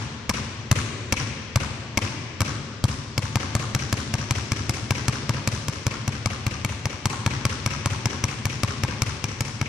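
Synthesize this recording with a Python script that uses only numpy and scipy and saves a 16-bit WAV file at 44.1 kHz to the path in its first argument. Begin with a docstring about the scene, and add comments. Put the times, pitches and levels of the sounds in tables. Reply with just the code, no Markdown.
"""A large gym is already ringing as a player dribbles two basketballs on hardwood, a few metres away.
First the balls land almost together, seven times. Each bounce is a slap and a scuff of rubber, a ping
of the air in the ball and a low thump of ball and boards; walls and roof answer after 40 ms, and a
long tail follows. From about 3.2 s to the end the balls alternate at five bounces a second."""
import sys
import numpy as np
from scipy import signal
from scipy.fft import rfft, irfft
from scipy.io import wavfile

SR = 44100
rng = np.random.default_rng(int(sys.argv[2]) if len(sys.argv) > 2 else 0)


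def master_out(mix):
    """Clip the mix to full scale and print it as 16-bit PCM to the path in sys.argv[1]."""
    frames = np.transpose(np.atleast_2d(mix))
    ceiling = np.clip(frames, -1, 1)
    pcm = np.round(ceiling * 32767).astype(np.int16)
    wavfile.write(sys.argv[1], SR, pcm)


N = 426888
PRE_ROLL = SR // 4  # samples: the dribbling is already under way at time zero

# how alike the reverberation is left and right: frequency_hz, correlation
STEREO_LIKENESS = [(100, 1), (290, 0.86), (640, 0.68), (1400, 0.17), (3100, 0.067), (7000, .02)]


def amp(db):
    """Decibels to gain."""
    return 10 ** (np.asarray(db) / 20)


def read(points, hz):
    """Reads a curve on a log-frequency axis."""
    frequencies, values = np.transpose(points)
    return np.interp(np.log(hz + 1), np.log(frequencies + 1), values)


def add(mix, start_s, sound):
    """Mixes a sound in at start_s."""
    part = mix[..., max(round(start_s * SR), 0):][..., :sound.shape[-1]]
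    part += sound[..., :part.shape[-1]]


def colour(x, curve, size=4096):
    """Minimum-phase EQ along a curve of frequency_hz, gain_db."""
    cepstrum = irfft(np.log(amp(read(curve, np.fft.rfftfreq(size, 1 / SR)))))
    cepstrum[1:size // 2] *= 2
    cepstrum[size // 2 + 1:] = 0
    return signal.oaconvolve(x, irfft(np.exp(rfft(cepstrum))))[:len(x)]


def burst(t, start_s, rise_s, fall_s):
    """A puff of noise with an energy of about 1."""
    age = np.maximum(t - start_s, 0)
    envelope = (1 - np.exp(-age / rise_s)) * np.exp(-age / fall_s)
    return rng.standard_normal(len(t)) * envelope / np.linalg.norm(envelope)


def ring(t, start_s, hz, t60_s, rise_s=0.0016):
    """A damped sine with a soft attack."""
    age = np.maximum(t - start_s, 0)
    return (1 - np.exp(-age / rise_s)) * amp(-60 * age / t60_s) * np.sin(2 * np.pi * hz * age)


def floor_slap(t):
    """The ball hits the wood: one sharp pressure pulse."""
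    # tone of the slap: frequency_hz, gain_db
    slap_eq = [(40, -22), (250, 13.5), (400, -3.5), (540, 12), (780, -3.5), (1100, 7.5), (2300, 4.5),
               (4000, 1.5), (6000, 1), (8000, 0), (11000, -6.5), (14300, -6), (15200, -30)]
    return colour(-1. * (t == 0), slap_eq)


def scuff(t, lift_db=-8):
    """Pebbled rubber scuffs the varnish on landing and, more softly, on lift-off."""
    # tone of rubber on varnish: frequency_hz, gain_db
    scuff_eq = [(100, 5), (500, 1.5), (1100, 9.5), (2300, -19), (4000, -6), (6000, -8.5), (8000, -1),
                (11000, -10), (15000, -56)]
    landing = burst(t, 0, rise_s=0.00037, fall_s=0.0043)
    lift_off = burst(t, 0.0125, rise_s=0.0019, fall_s=0.0016)
    return colour(landing + amp(lift_db) * lift_off, scuff_eq)


def ping(t, modes, landing_db=-6, lift_s=.012, spread_db=2.5):
    """The air in the ball rings on landing and, louder, as the shell springs back; no two blows alike."""
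    sound = np.zeros(len(t))
    for (hz, db, t60_s), (detune, strength) in zip(modes, rng.standard_normal((len(modes), 2))):
        pitch_hz = hz * (1 + 0.031 * detune)
        landing = amp(landing_db) * ring(t, 0, pitch_hz, t60_s)
        sound += amp(db + spread_db * strength) * (landing + ring(t, lift_s, pitch_hz, t60_s))
    return sound


def thump(t, pitch_hz=114.5, overtone_hz=210, overtone_db=-15, base_db=-16.5):
    """Ball and boards swing while they touch, and stop soon after the ball lifts off."""
    lag_s, contact_s, release_s = 0.00056, 0.014, .0025
    phase_per_hz = 2 * np.pi * (t - lag_s) * (1 + .02 * rng.standard_normal())
    swing = np.sin(pitch_hz * phase_per_hz) + amp(overtone_db) * np.sin(overtone_hz * phase_per_hz)
    swing *= np.exp(-np.maximum(t - contact_s, 0) / release_s)
    # the air pushed aside returns
    backflow = np.sin(np.pi * np.minimum(t / (contact_s + 2 * release_s), 1))
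    return amp(base_db) * (swing - backflow * swing.sum() / backflow.sum())


def bounce(slap_db, bright_db, crack_db, zing_db, thump_db, modes, zing_hz, crack_hz=2400):
    """One bounce as slap and body; the patch of rubber that lands colours all but the thump."""
    # how much of the brightness each frequency takes: frequency_hz, share
    tilt = [(700, 0.1), (2400, 0), (5000, 0.32), (10500, 0.64)]
    t = np.arange(SR // 6) / SR
    hz = np.geomspace(100, 16000, 90)
    crack = np.exp(-(np.log(hz / crack_hz) / .3) ** 2)
    zing = np.exp(-(np.log(hz / zing_hz) / .11) ** 2)
    patch_db = slap_db + bright_db * read(tilt, hz) + crack_db * crack + zing_db * zing
    patch_eq = np.column_stack([hz, patch_db])
    slap = colour(floor_slap(t), patch_eq)
    body = colour(scuff(t) + ping(t, modes), patch_eq) + amp(thump_db) * thump(t)
    return slap, body


def pushes(ball, voice, thump_growth=0.64, crack_spread_db=2, zing_spread_db=2.5):
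    """Times and levels of one ball's bounces: a hard push adds more slap than boom."""
    # every landing, first in pairs, then in turn: start_s, ball, force_db, brightness_db
    landings = [ (-0.125, "orange", 1, -5), (-0.122, "dark", 1.5, -1), (0.2944, "orange", -1.5, 2.5),
                (0.2985, "dark", 1.5, -1), (0.7133, "orange", 1.5, -22), (0.7144, "dark", 4.5, 7),
                (1.1243, "orange", 1, 1), (1.128, "dark", 0.5, -1.5), (1.5586, "orange", 0.5, -2),
                (1.56, "dark", -0.5, -0.5), (1.9736, "orange", 0, -1), (1.9768, "dark", 0.5, 3),
                (2.4061, "orange", 0.5, 0.5), (2.4173, "dark", 1, -6), (2.8402, "orange", -3.5, 9),
                (2.8404, "dark", 1, -12), (3.1792, "dark", 2, -0.5), (3.3569, "orange", 3, -5.5),
                (3.5519, "dark", 3.5, -0.5), (3.749, "orange", 0, 1.5), (3.9277, "dark", 3, 0.5),
                (4.1397, "orange", -0.5, -3.5), (4.309, "dark", 2.5, 1.5), (4.5192, "orange", 0, -2),
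                (4.6948, "dark", 0, 6.5), (4.9077, "orange", 0.1, 2), (5.0825, "dark", 3.5, -3),
                (5.2941, "orange", 0.9, -7.5), (5.4751, "dark", 1, 6), (5.6837, "orange", -4, 3.5),
                (5.8668, "dark", 2.1, -5), (6.0788, "orange", -3, -1.5), (6.259, "dark", 1, -1.5),
                (6.4666, "orange", -2.7, -1.5), (6.6478, "dark", -1.5, 4), (6.8557, "orange", -3.5, -1),
                (7.0564, "dark", 2.5, 4), (7.263, "orange", 2.1, -7), (7.4529, "dark", 3, -0.5),
                (7.6617, "orange", -0.3, 0.5), (7.859, "dark", 2, 1.5), (8.057, "orange", 0.5, -4.5),
                (8.2399, "dark", 0.3, 2), (8.4546, "orange", -2.8, 4.5), (8.634, "dark", 2.7, -2.5),
                (8.8358, "orange", -0.7, -3), (9.0201, "dark", 0, 5.5), (9.2413, "orange", -5.5, 1.5),
                (9.4074, "dark", -1.7, 5.5), (9.6139, "orange", -3, -9.5)]
    # slow drift of the crack, for both balls: time_s, level_db
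    crack_drift = [(0, -1.5), (1.5, 1.5), (2.8, -3), (4.2, -1), (5.8, 0), (6.3, 2), (7.3, 0.5), (9.6, -0.5)]
    slap_db, crack_db, zing_db, thump_db = voice
    rows = []
    for start_s, name, force_db, bright_db in landings:
        if name != ball:
            continue
        spin = rng.standard_normal(2)  # the ball spins, so another patch of rubber lands each time
        crack = crack_db + np.interp(start_s, *np.transpose(crack_drift)) + crack_spread_db * spin[0]
        zing = zing_db + zing_spread_db * spin[1]
        boom = thump_db + thump_growth * force_db
        rows.append((start_s, slap_db + force_db, bright_db, crack, zing, boom))
    return rows


def seam_scatter(slap, spread_db=4.0):
    """Seams and pebbles beam each slap a little differently toward the listener."""
    hz = np.geomspace(800, 16000, 50)
    ripple_db = spread_db * rng.standard_normal(len(hz)) * (hz > hz[0])
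    return colour(slap, np.column_stack([hz, ripple_db]))


def left_port(slap):
    """Small surfaces by the left microphone port reflect the slap; long waves pass them by."""
    # close reflections: delay_ms, signed_gain
    reflections = [(.38, .5), (.87, .5), (1.87, .8), (1.97, -.85)]
    # tone of the direct slap on the left: frequency_hz, gain_db
    port_eq = [(100, 0), (600, 0.5), (1200, -4), (2400, 4), (4000, -9.5), (5800, 5), (7500, -4.5),
               (9000, -8), (15000, -16.5)]
    taps = np.zeros(SR // 200)
    for delay_ms, gain in reflections:
        add(taps, delay_ms / 1000, np.array([gain]))
    reflected = signal.oaconvolve(slap, taps)[:len(slap)]
    reflected = signal.lfilter(*signal.butter(1, 350, "high", fs=SR), reflected)
    return colour(slap + reflected, port_eq)


def echo_cluster(centre_hz, width=0.19):
    """Roof ribs and wall fittings return a tight bunch of echoes around one pitch, with energy 1."""
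    t = np.arange(SR // 30) / SR
    edges_hz = [centre_hz / (1 + width), centre_hz * (1 + width)]
    band = signal.butter(2, edges_hz, "band", fs=SR, output="sos")
    bunch = signal.sosfilt(band, burst(t, 0, rise_s=0.0012, fall_s=0.0016))
    return bunch / np.linalg.norm(bunch)


def diffuse_tail(onset_s=.041, before_db=-11, early_db=2, early_s=0.018):
    """Dense reflections: faint until the walls answer, then a long decay that loses its treble."""
    # reverb time of the gym: frequency_hz, t60_s
    decay_times = [(60, 0.41), (130, 3.28), (400, 3.8), (1200, 2.37), (3000, 2.9), (6000, 1.88),
                   (9000, 1.01), (14000, 0.11)]
    size = 2 * SR
    hz, t, noise = signal.stft(rng.standard_normal((2, size)), SR, nperseg=512)
    likeness = read(STEREO_LIKENESS, hz)[:, None]
    noise[1] = likeness * noise[0] + np.sqrt(1 - likeness ** 2) * noise[1]
    decay = amp(-60 * t / read(decay_times, hz)[:, None])
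    tail = signal.istft(noise * decay, SR, nperseg=512)[1][:, :size]
    age = np.arange(size) / SR - onset_s
    onset_db = np.where(age < 0, before_db, early_db * np.exp(-abs(age) / early_s))
    return tail * amp(onset_db) / np.sqrt(.2 * SR)


def gym_response(cluster_trim_db=-6):
    """The gym's stereo impulse response: single and clustered echoes over the diffuse tail."""
    # single echoes off walls and roof: delay_s, level_db
    echoes = [(.0408, -21.5), (0.0449, -13.5), (0.051, -14.5), (0.0735, -15), (0.0879, -15), (.1022, -14.5),
              (0.127, -33), (0.1486, -16.5)]
    # walls mirror the bass and scatter the treble: frequency_hz, gain_db
    wall_eq = [(200, -2), (700, -6.5), (3000, 0), (7000, -4), (12000, -25)]
    # echo bunches off the ribbed roof and wall fittings: delay_s, centre_hz, level_db
    clusters = [(.0445, 550, -18.5), (.0445, 2420, -15.5), (0.05, 2500, -15.5), (.072, 1510, -17),
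                (.075, 1065, -17.5), (0.0746, 5900, -14.5), (.087, 1170, -23)]
    # overall tone of the room: frequency_hz, gain_db
    gym_eq = [(35, -1.5), (70, 0), (130, -4.5), (230, -1.5), (400, 5), (540, -2.5), (1200, -1), (2500, 2.5),
              (3500, -1.5), (6000, -2.5), (8000, -1), (10000, 2), (14000, -2)]
    response = diffuse_tail()
    echo = colour(signal.unit_impulse(SR // 20), wall_eq)
    for delay_s, db in echoes:
        for side in response:  # each echo arrives at slightly different moments left and right
            add(side, delay_s + .0003 * rng.standard_normal(), amp(db) * echo)
    for delay_s, centre_hz, db in clusters:
        likeness = read(STEREO_LIKENESS, centre_hz)
        left = echo_cluster(centre_hz)
        right = likeness * left + np.sqrt(1 - likeness ** 2) * echo_cluster(centre_hz)
        add(response, delay_s, amp(db + cluster_trim_db) * np.array([left, right]))
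    return np.array([colour(side, gym_eq) for side in response])


def dribble(ball, voice, modes, zing_hz, reverb_db=1.0, spots=3):
    """One ball lands on a few nearby spots; the gym answers each spot's slap and body in its own way."""
    # left minus right for sound from all around: frequency_hz, gain_db
    balance_eq = [(100, 2.5), (700, 1.5), (1300, 4), (2400, 5), (4400, 7), (5800, 11.5), (7500, 0.5),
                  (10000, -10), (15000, -8)]
    size = PRE_ROLL + N
    slaps, bodies = np.zeros((2, spots, size))
    direct = np.zeros(size)
    for k, (start_s, *levels) in enumerate(pushes(ball, voice)):
        slap, body = bounce(*levels, modes, zing_hz)
        at_s = start_s + PRE_ROLL / SR
        add(direct, at_s, seam_scatter(slap))
        add(slaps[k % spots], at_s, slap)
        add(bodies[k % spots], at_s, body)
    sends = [*slaps, *bodies]
    reverb = sum(signal.fftconvolve(send[None], gym_response(), axes=1)[:, :size] for send in sends)
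    left, right = bodies.sum(0) + amp(reverb_db) * reverb
    return np.array([colour(left, balance_eq) + left_port(direct), right + direct])


def scene():
    """Two balls in the gym, each with its own voice."""
    # each ball's level trims: slap_db, crack_db, zing_db, thump_db
    orange_voice = (0.49, 0.64, 1.3, 0.0077)
    dark_voice = (-0.83, -0.45, -1.8, -1.46)
    # resonances of the air inside each ball: pitch_hz, level_db, t60_s
    orange_modes = [(917, -19.5, 0.014), (1160, -37, 0.026), (1596, -33.5, 0.036), (2157, -41, 0.047),
                    (2490, -39.5, 0.021), (5900, -37, 0.01)]
    dark_modes = [(1098, -19, 0.011), (1610, -48, 0.02), (2230, -34, 0.016), (4220, -29.5, 0.011),
                  (5300, -46, 0.0073), (6020, -44, 0.013)]
    orange = dribble("orange", orange_voice, orange_modes, zing_hz=5900)
    dark = dribble("dark", dark_voice, dark_modes, zing_hz=5260)
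    return (orange + dark)[:, PRE_ROLL:]


def record(dry):
    """Cuts the rumble, clips the sharpest peaks near full scale, then trims the top treble."""
    low_cut_hz, high_cut_hz, ceiling = 39, 15000, .93
    heard = signal.sosfiltfilt(signal.butter(2, low_cut_hz, "high", fs=SR, output="sos"), dry)
    low_pass = signal.firwin(127, high_cut_hz, window=("kaiser", 9), fs=SR)
    return signal.oaconvolve(np.clip(heard, -ceiling, ceiling), low_pass[None], "same")


dry = scene()
out = record(dry)
master_out(out)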